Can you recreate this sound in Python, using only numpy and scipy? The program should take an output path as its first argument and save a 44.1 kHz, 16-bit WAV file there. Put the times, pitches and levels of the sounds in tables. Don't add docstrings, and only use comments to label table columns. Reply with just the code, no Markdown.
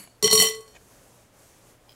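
import sys
import numpy as np
from scipy import signal
from scipy.fft import rfft, irfft
from scipy.io import wavfile

SR = 44100
rng = np.random.default_rng(int(sys.argv[2]) if len(sys.argv) > 2 else 0)


def invert_db(level):
    return 10 ** (np.asarray(level, dtype=float) / 20)


def dump_mix(stems):
    frames = np.atleast_2d(stems).T
    limited = np.clip(frames, -1, 1)
    pcm = np.round(limited * 32767).astype(np.int16)
    wavfile.write(sys.argv[1], SR, pcm)


N = 85995

# (time [s], treble level [dB], hum level [dB], low ring level [dB], mid ring level [dB])
TOUCHES = [(0.2258, -22, -20.5, -36.0, -23.5), (0.2418, -22.5, -12.5, -19.5, -21),
           (0.2578, -26.5, -23.5, -31.5, -21.5), (0.2695, -27.5, -44, -28, -35),
           (0.2769, -34, -42, -21.5, -25.5), (0.3023, -31.5, -30.5, -30.5, -32),
           (0.3115, -21, -24.5, -22.5, -15), (0.3283, -13.5, -13.5, -24, -15),
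           (0.3525, -16.5, -20.5, -22.5, -25.5), (0.3758, -19, -23, -20.5, -14.5),
           (0.3905, -17.5, -22, -22.5, -21.5), (0.3992, -14.5, -41.5, -17, -18),
           (0.411, -18, -29.5, -19.5, -19), (0.4218, -14.5, -22.5, -18.5, -38),
           (0.436, -20.0, -28.5, -32, -31), (0.4425, -24, -22, -19, -35.5),
           (0.4525, -24.0, -27, -27.5, -27), (0.47, -26, -32, -30.5, -33), (0.487, -28.5, -37, -46, -31),
           (0.4935, -34, -27.5, -61, -37.5), (0.5104, -40, -35, -67, -42), (0.5474, -42, -35.5, -47, -47),
           (0.6064, -51.5, -69, -81, -56), (0.678, -58, -55, -61, -56)]
# (crack level [dB], board level [dB],
# second glass mode level [dB], third glass mode level [dB], sixth glass mode level [dB])
LANDINGS = [(-39, -26.5, -33, -34, -24.5), (-39, -30.5, -37, -28, -15), (-35.5, -28, -34.5, -30.5, -26.5),
            (-69, -50, -41, -35.5, -24), (-24.5, -49.5, -42.5, -23.5, -23), (-32.5, -32, -42, -34.5, -22.5),
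            (-39, -52, -31.5, -44.5, -26), (-24.5, -24, -30.5, -29.5, -22), (-44.5, -46, -27, -32.5, -15),
            (-41.5, -32, -42, -29, -30.5), (-40, -33.5, -52.5, -36, -16.5), (-31, -27.5, -49, -20, -16.5),
            (-49, -33, -58.5, -26, -19.5), (-27.5, -41, -32.5, -34, -24.5), (-51, -42, -30.5, -33.5, -29),
            (-43, -40.5, -34.5, -29, -33.5), (-39, -44, -41.5, -32, -26.5), (-36.5, -50, -65.5, -28, -24.5),
            (-41.5, -60, -49.5, -61, -28), (-58, -64.5, -49, -45, -38), (-47, -57, -47.5, -45.5, -48),
            (-50, -55, -51, -66, -52), (-61, -64, -57, -66, -61), (-57.5, -78, -81, -80, -60)]
BOWL_HZ = [438, 1109, 2003, 3090, 4310, 5665, 7130, 8730, 10430, 12260]

TOUCH_S, TREBLE_DB, HUM_DB, LOW_DB, MID_DB = np.transpose(TOUCHES)
CRACK_DB, BOARD_DB, SECOND_DB, THIRD_DB, SIXTH_DB = np.transpose(LANDINGS)
TOUCH_AT = (TOUCH_S * SR).astype(int)
RING_KEPT = 0.32
SCATTER_DB, HUM_SCATTER_DB = 1.2, 0.3


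def time_s():
    return np.arange(N) / SR


def rms_one(x):
    return x / np.sqrt(np.mean(x ** 2) + 1e-20)


def decay(t60):
    return invert_db(-60 / (t60 * SR))


def coloured(spectrum, patchy_db):
    hz, db = np.transpose(spectrum)
    f = np.fft.rfftfreq(N, 1 / SR) + 1
    tilt_db = np.interp(np.log(f), np.log(hz), db, left=-90, right=-90)
    whole = rfft(rng.standard_normal(N)) * invert_db(tilt_db)
    out = 0
    for centre in np.arange(4, 15, 0.5):
        band = np.clip(1 - 2 * abs(np.log2(f) - centre), 0, 1)
        flicker = np.interp(time_s(), np.arange(60) / 25, rng.standard_normal(60))
        out = out + invert_db(patchy_db * flicker) * irfft(whole * band, N)
    return rms_one(out)


def resonance(x, hz, width):
    r = np.exp(-np.pi * width / SR)
    poles = [1, -2 * r * np.cos(2 * np.pi * hz / SR), r * r]
    return signal.lfilter([(1 - r * r) / 2, 0, (r * r - 1) / 2], poles, x)


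def background():
    # (pitch [Hz], level [dB per Hz])
    tone_spectrum = [(12, -20.5), (20, 4.5), (216, -6.5), (422, -6), (574, -5), (698, -8.5), (897, -10.5),
                     (1150, -12.5), (16000, -31.5)]
    # (time [s], level [dB])
    rustle = [(0, -74), (.7, -64), (0.801, -64), (.92, -60), (1.22, -63.5), (1.31, -71.5), (1.39, -60.5),
              (1.5, -60.5), (1.62, -64), (1.702, -59), (1.792, -72), (1.95, -64.5)]
    # (pitch [Hz], level [dB per Hz])
    cloth = [(1470, -37), (2500, -24.5), (4320, -5.5), (4780, -2), (6360, 4.5), (11700, 1), (15800, -10.5)]
    tone_db, follows, mains_hz, mains_db = -60.5, 0.33, 117.7, -63.5
    rustle_db = np.interp(time_s(), *np.transpose(rustle))
    tone_now_db = tone_db + follows * (rustle_db - rustle_db.min())
    tone = invert_db(tone_now_db) * coloured(tone_spectrum, patchy_db=1)
    mains = invert_db(mains_db) * np.sin(2 * np.pi * mains_hz * time_s())
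    return tone + invert_db(rustle_db) * coloured(cloth, patchy_db=1.0) + mains


def earlier_tap():
    rings_hz = [190, 2240, 2940, 4450, 4560, 6670, 7080, 8010, 9860, 10720, 11200, 13100, 6250, 8460, 12600]
    # (level [dB], t60 [s])
    leftovers = [(-45.5, 0.24), (-63.5, 0.1), (-58, 0.37), (-52.5, 0.45), (-54, 0.23), (-60, 0.48),
                 (-54, 0.34), (-51.5, 0.35), (-62, 0.18), (-46.5, 0.29), (-55, 0.15), (-60, 0.14),
                 (-68, .25), (-59.5, 0.22), (-51, 0.17)]
    # (pitch [Hz], level [dB per Hz])
    haze_spectrum = [(180, -29), (300, 5), (1520, -7.5), (2860, 0), (3490, -13), (4550, -13), (9290, -11),
                     (11000, -6), (15800, -28)]
    haze_db, haze_t60_s = -49, 0.32
    blur = 0.015
    t = time_s()
    out = invert_db(haze_db - 60 * t / haze_t60_s) * coloured(haze_spectrum, patchy_db=5.5)
    for hz, (db, t60) in zip(rings_hz, leftovers):
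        ring = resonance(rng.standard_normal(2 * N), hz, 10 + blur * hz)[N:]
        out = out + invert_db(db - 2 - 60 * t / t60) * rms_one(ring)
    return out


def sparse_clicks():
    return rms_one((rng.random(N) < 3500 / SR) * rng.standard_normal(N) + 1e-12)


def wet_body(clicks, peaks):
    out = 0
    for hz, width, peak_db in peaks:
        ring = resonance(resonance(clicks, hz, width), hz, 3.8 * width)
        out = out + invert_db(peak_db - 10) * ring * np.sqrt(SR / np.pi / width)
    return out


def crackles():
    # (centre [s], half length [s], level [dB])
    clumps = [
        (0.076, 0.004, -50),
        (.748, 0.0075, -53.5),
        (.760, 0.011, -49.5),
        (.772, 0.005, -56),
    ]
    # (pitch [Hz], width [Hz], level [dB])
    peaks = [(483, 410, 6.5), (1730, 240, 5), (2270, 320, 6), (2850, 260, -2), (6800, 380, -1.5)]
    gate = sum(invert_db(db) * np.exp(-((time_s() - s) / half) ** 4) for s, half, db in clumps)
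    return wet_body(gate * sparse_clicks(), peaks)


def struck(hz, t60, levels_db, keep, scatter_db, phases=None):
    contact_s, soft_cycles = 0.00035, 0.9
    twist, waver = 1.1, 0.002
    chance = rng.standard_normal((len(TOUCH_AT), 3))
    rough = scatter_db / SCATTER_DB
    pitch = hz * (1 + waver * min(rough, 1) * chance[:, 2])
    in_step = phases is None
    angle = twist * rough * chance[:, 1] if in_step else phases
    push = invert_db(levels_db + scatter_db * chance[:, 0]) * np.exp(1j * angle)
    out, state = np.zeros(N), 0
    for start, end, p, f in zip(TOUCH_AT, list(TOUCH_AT[1:]) + [N], push, pitch):
        n = np.arange(min(end, start + SR // 2) - start + 1)
        rise = 1 - np.exp(-n / ((contact_s + soft_cycles / f) * SR))
        if in_step:
            p = p * np.exp(1j * np.angle(state))
        kept = state * (1 - (1 - np.clip(keep, 0, 1)) * rise)
        wave = (kept + p * rise) * np.exp((np.log(decay(t60)) + 2j * np.pi * f / SR) * n)
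        out[start:start + len(n) - 1] = wave[:-1].imag
        state = wave[-1]
    return out


def range_db(hz):
    if hz >= 6500:
        return TREBLE_DB
    nearest = np.argmin(abs(np.log(hz / np.array(BOWL_HZ))))
    return (HUM_DB, SECOND_DB, THIRD_DB, LOW_DB, MID_DB, SIXTH_DB)[nearest]


def bowl():
    # (level in its range [dB], t60 [s], split [Hz], upper partner level [dB])
    modes = [(-2.5, 1, 4.6, -18.5), (-1.5, 0.61, 5, -19), (-3, 0.6, 13, -10), (-1.5, 0.73, 34, -12),
             (-3, 0.36, 83, -0.5), (-3.5, 0.32, 34, -11), (-9, 0.16, 220, -7.5), (-9, 0.33, 48, -9),
             (-13.5, 0.092, 110, -2), (-14.5, 0.027, 41, -4.5)]
    # (time [s], pitch [Hz])
    hum_pitch = [
        (0.23, 421),
        (0.248, 424),
        (0.286, 460),
        (0.32, 433.8),
        (0.622, 443.1),
        (0.652, 428),
        (0.7, 424),
    ]
    low_hz, mid_hz = 1500, 3500
    hum_kept, middle_db = 0.15, -6.5
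    hum_hz = np.interp(TOUCH_S + 0.0035, *np.transpose(hum_pitch))
    out = 0
    for hz, (db, t60, split, upper_db) in zip(BOWL_HZ, modes):
        low = hz < low_hz
        if low:
            grip = (hum_kept, HUM_SCATTER_DB)
        else:
            grip = (RING_KEPT, SCATTER_DB, rng.uniform(0, 2 * np.pi, len(TOUCHES)))
        centre_hz = hum_hz if hz == BOWL_HZ[0] else hz
        partners = ((-1.01, 0), (0.97, upper_db), (0.0046, middle_db))
        for side, side_db in partners[:2 if hz < mid_hz else 3]:
            pitch = centre_hz + (side + low) * split / 2
            out = out + struck(pitch, t60, range_db(hz) + db + side_db, *grip)
    return out


def spoon():
    steel_hz = [3775, 6153, 7357, 7811, 8050, 8470, 9868, 11150, 11500, 12660, 13200, 14220, 14790, 15500]
    # (level in its range [dB], t60 [s])
    modes = [(-18, 0.17), (-18.5, 0.2), (-11, 0.15), (-15.5, 0.19), (-21.5, 0.17), (-30, 0.28), (-23, 0.16),
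             (-13, 0.2), (-13.5, 0.18), (-21.5, 0.26), (-20.5, 0.15), (-21, 0.12), (-20.5, .12), (-21, 0.2)]
    steel_db = -1.5
    spread = 0.012
    out = 0
    for hz, (db, t60) in zip(steel_hz, modes):
        for k in (-1, 0, 1):
            pitch = hz * (1 + spread * k * rng.uniform(0.405, 1))
            level_db = range_db(hz) + db + steel_db - 3 * abs(k)
            out = out + struck(pitch, t60, level_db, RING_KEPT, 2.715 * SCATTER_DB)
    return out


def board():
    # (pitch [Hz], level to board thud [dB], t60 [s])
    modes = [(103.7, -2, 0.053), (127.7, -7.5, 0.2), (193.1, 0.5, 0.13), (255.7, -9.5, 0.095)]
    return sum(struck(hz, t60, BOARD_DB + db, RING_KEPT, HUM_SCATTER_DB) for hz, db, t60 in modes)


def dying_noise_level(levels_db, t60):
    hits = np.full(N, 1e-12)
    hits[TOUCH_AT] = invert_db(2 * levels_db)
    return np.sqrt(signal.lfilter([1], [1, -decay(t60) ** 2], hits))


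def clatter():
    # (pitch [Hz], level [dB per Hz])
    spectrum = [(90, -24.5), (300, -11), (1150, -13), (1550, -31.5), (2300, -14), (7500, -14),
                (11500, -16.5), (14000, -24), (16000, -22)]
    crack = invert_db(4.5) * dying_noise_level(CRACK_DB, 0.014)
    haze = invert_db(-10.5) * dying_noise_level(TREBLE_DB, 0.11)
    return (crack + haze) * coloured(spectrum, patchy_db=3.5)


def knock():
    knock_db, knock_hz, t60_s = -4, 730, 0.025
    hits = np.full(N, 1e-18)
    hits[TOUCH_AT] = invert_db(CRACK_DB + knock_db)
    puff = signal.lfilter([1], [1, -decay(t60_s)], hits) * rng.standard_normal(N)
    return 6 * resonance(resonance(puff, knock_hz, 700), knock_hz, 900)


def room(x):
    wet_db, t60_s, walls_hz = -10.5, 0.25, [900, 9270]
    t = time_s()[:SR // 2]
    tail = rng.standard_normal(len(t)) * invert_db(-60 * t / t60_s) * (t > 0.003)
    tail = signal.sosfilt(signal.butter(1, walls_hz, "band", fs=SR, output="sos"), tail)
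    return invert_db(wet_db) * signal.fftconvolve(x, tail / np.sqrt(np.sum(tail ** 2)))[:N]


def creak():
    # (start [s], fade [s], level [dB])
    slips = [
        (1.8842, 0.002, -57),
        (1.8928, 0.004, -47.5),
        (1.9022, 0.003, -54),
        (1.9078, 0.006, -52),
        (1.9192, 0.004, -50),
        (1.927, 0.006, -59),
    ]
    # (pitch [Hz], width [Hz], level [dB])
    peaks = [(520, 225, 2), (2450, 100, -4), (3170, 220, 4), (4000, 220, -1), (4980, 200, 4),
             (10700, 2200, -9), (15000, 1200, -3)]
    t = time_s()
    gate = sum(invert_db(db) * (t > s) * np.exp(-abs(t - s) / fade) for s, fade, db in slips)
    clicks = sparse_clicks()
    clicks[(np.array(slips)[:, 0] * SR).astype(int) + 2] += 9
    return wet_body(gate * clicks, peaks)


def scene():
    clink = bowl() + spoon() + board() + clatter() + knock()
    return (background() + earlier_tap() + crackles() + clink + room(clink) + creak())[None]


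def top_cut(x):
    return signal.sosfilt(signal.butter(12, 16290, fs=SR, output="sos"), x)


def record(dry):
    bass_cut_hz, top_cut_hz = 35, 16350
    thin = signal.sosfilt(signal.butter(1, bass_cut_hz, "high", fs=SR, output="sos"), dry)
    mix = signal.sosfilt(signal.cheby2(16, 60, top_cut_hz, fs=SR, output="sos"), thin)
    return top_cut(mix)


dry = scene()
out = record(dry)
dump_mix(out)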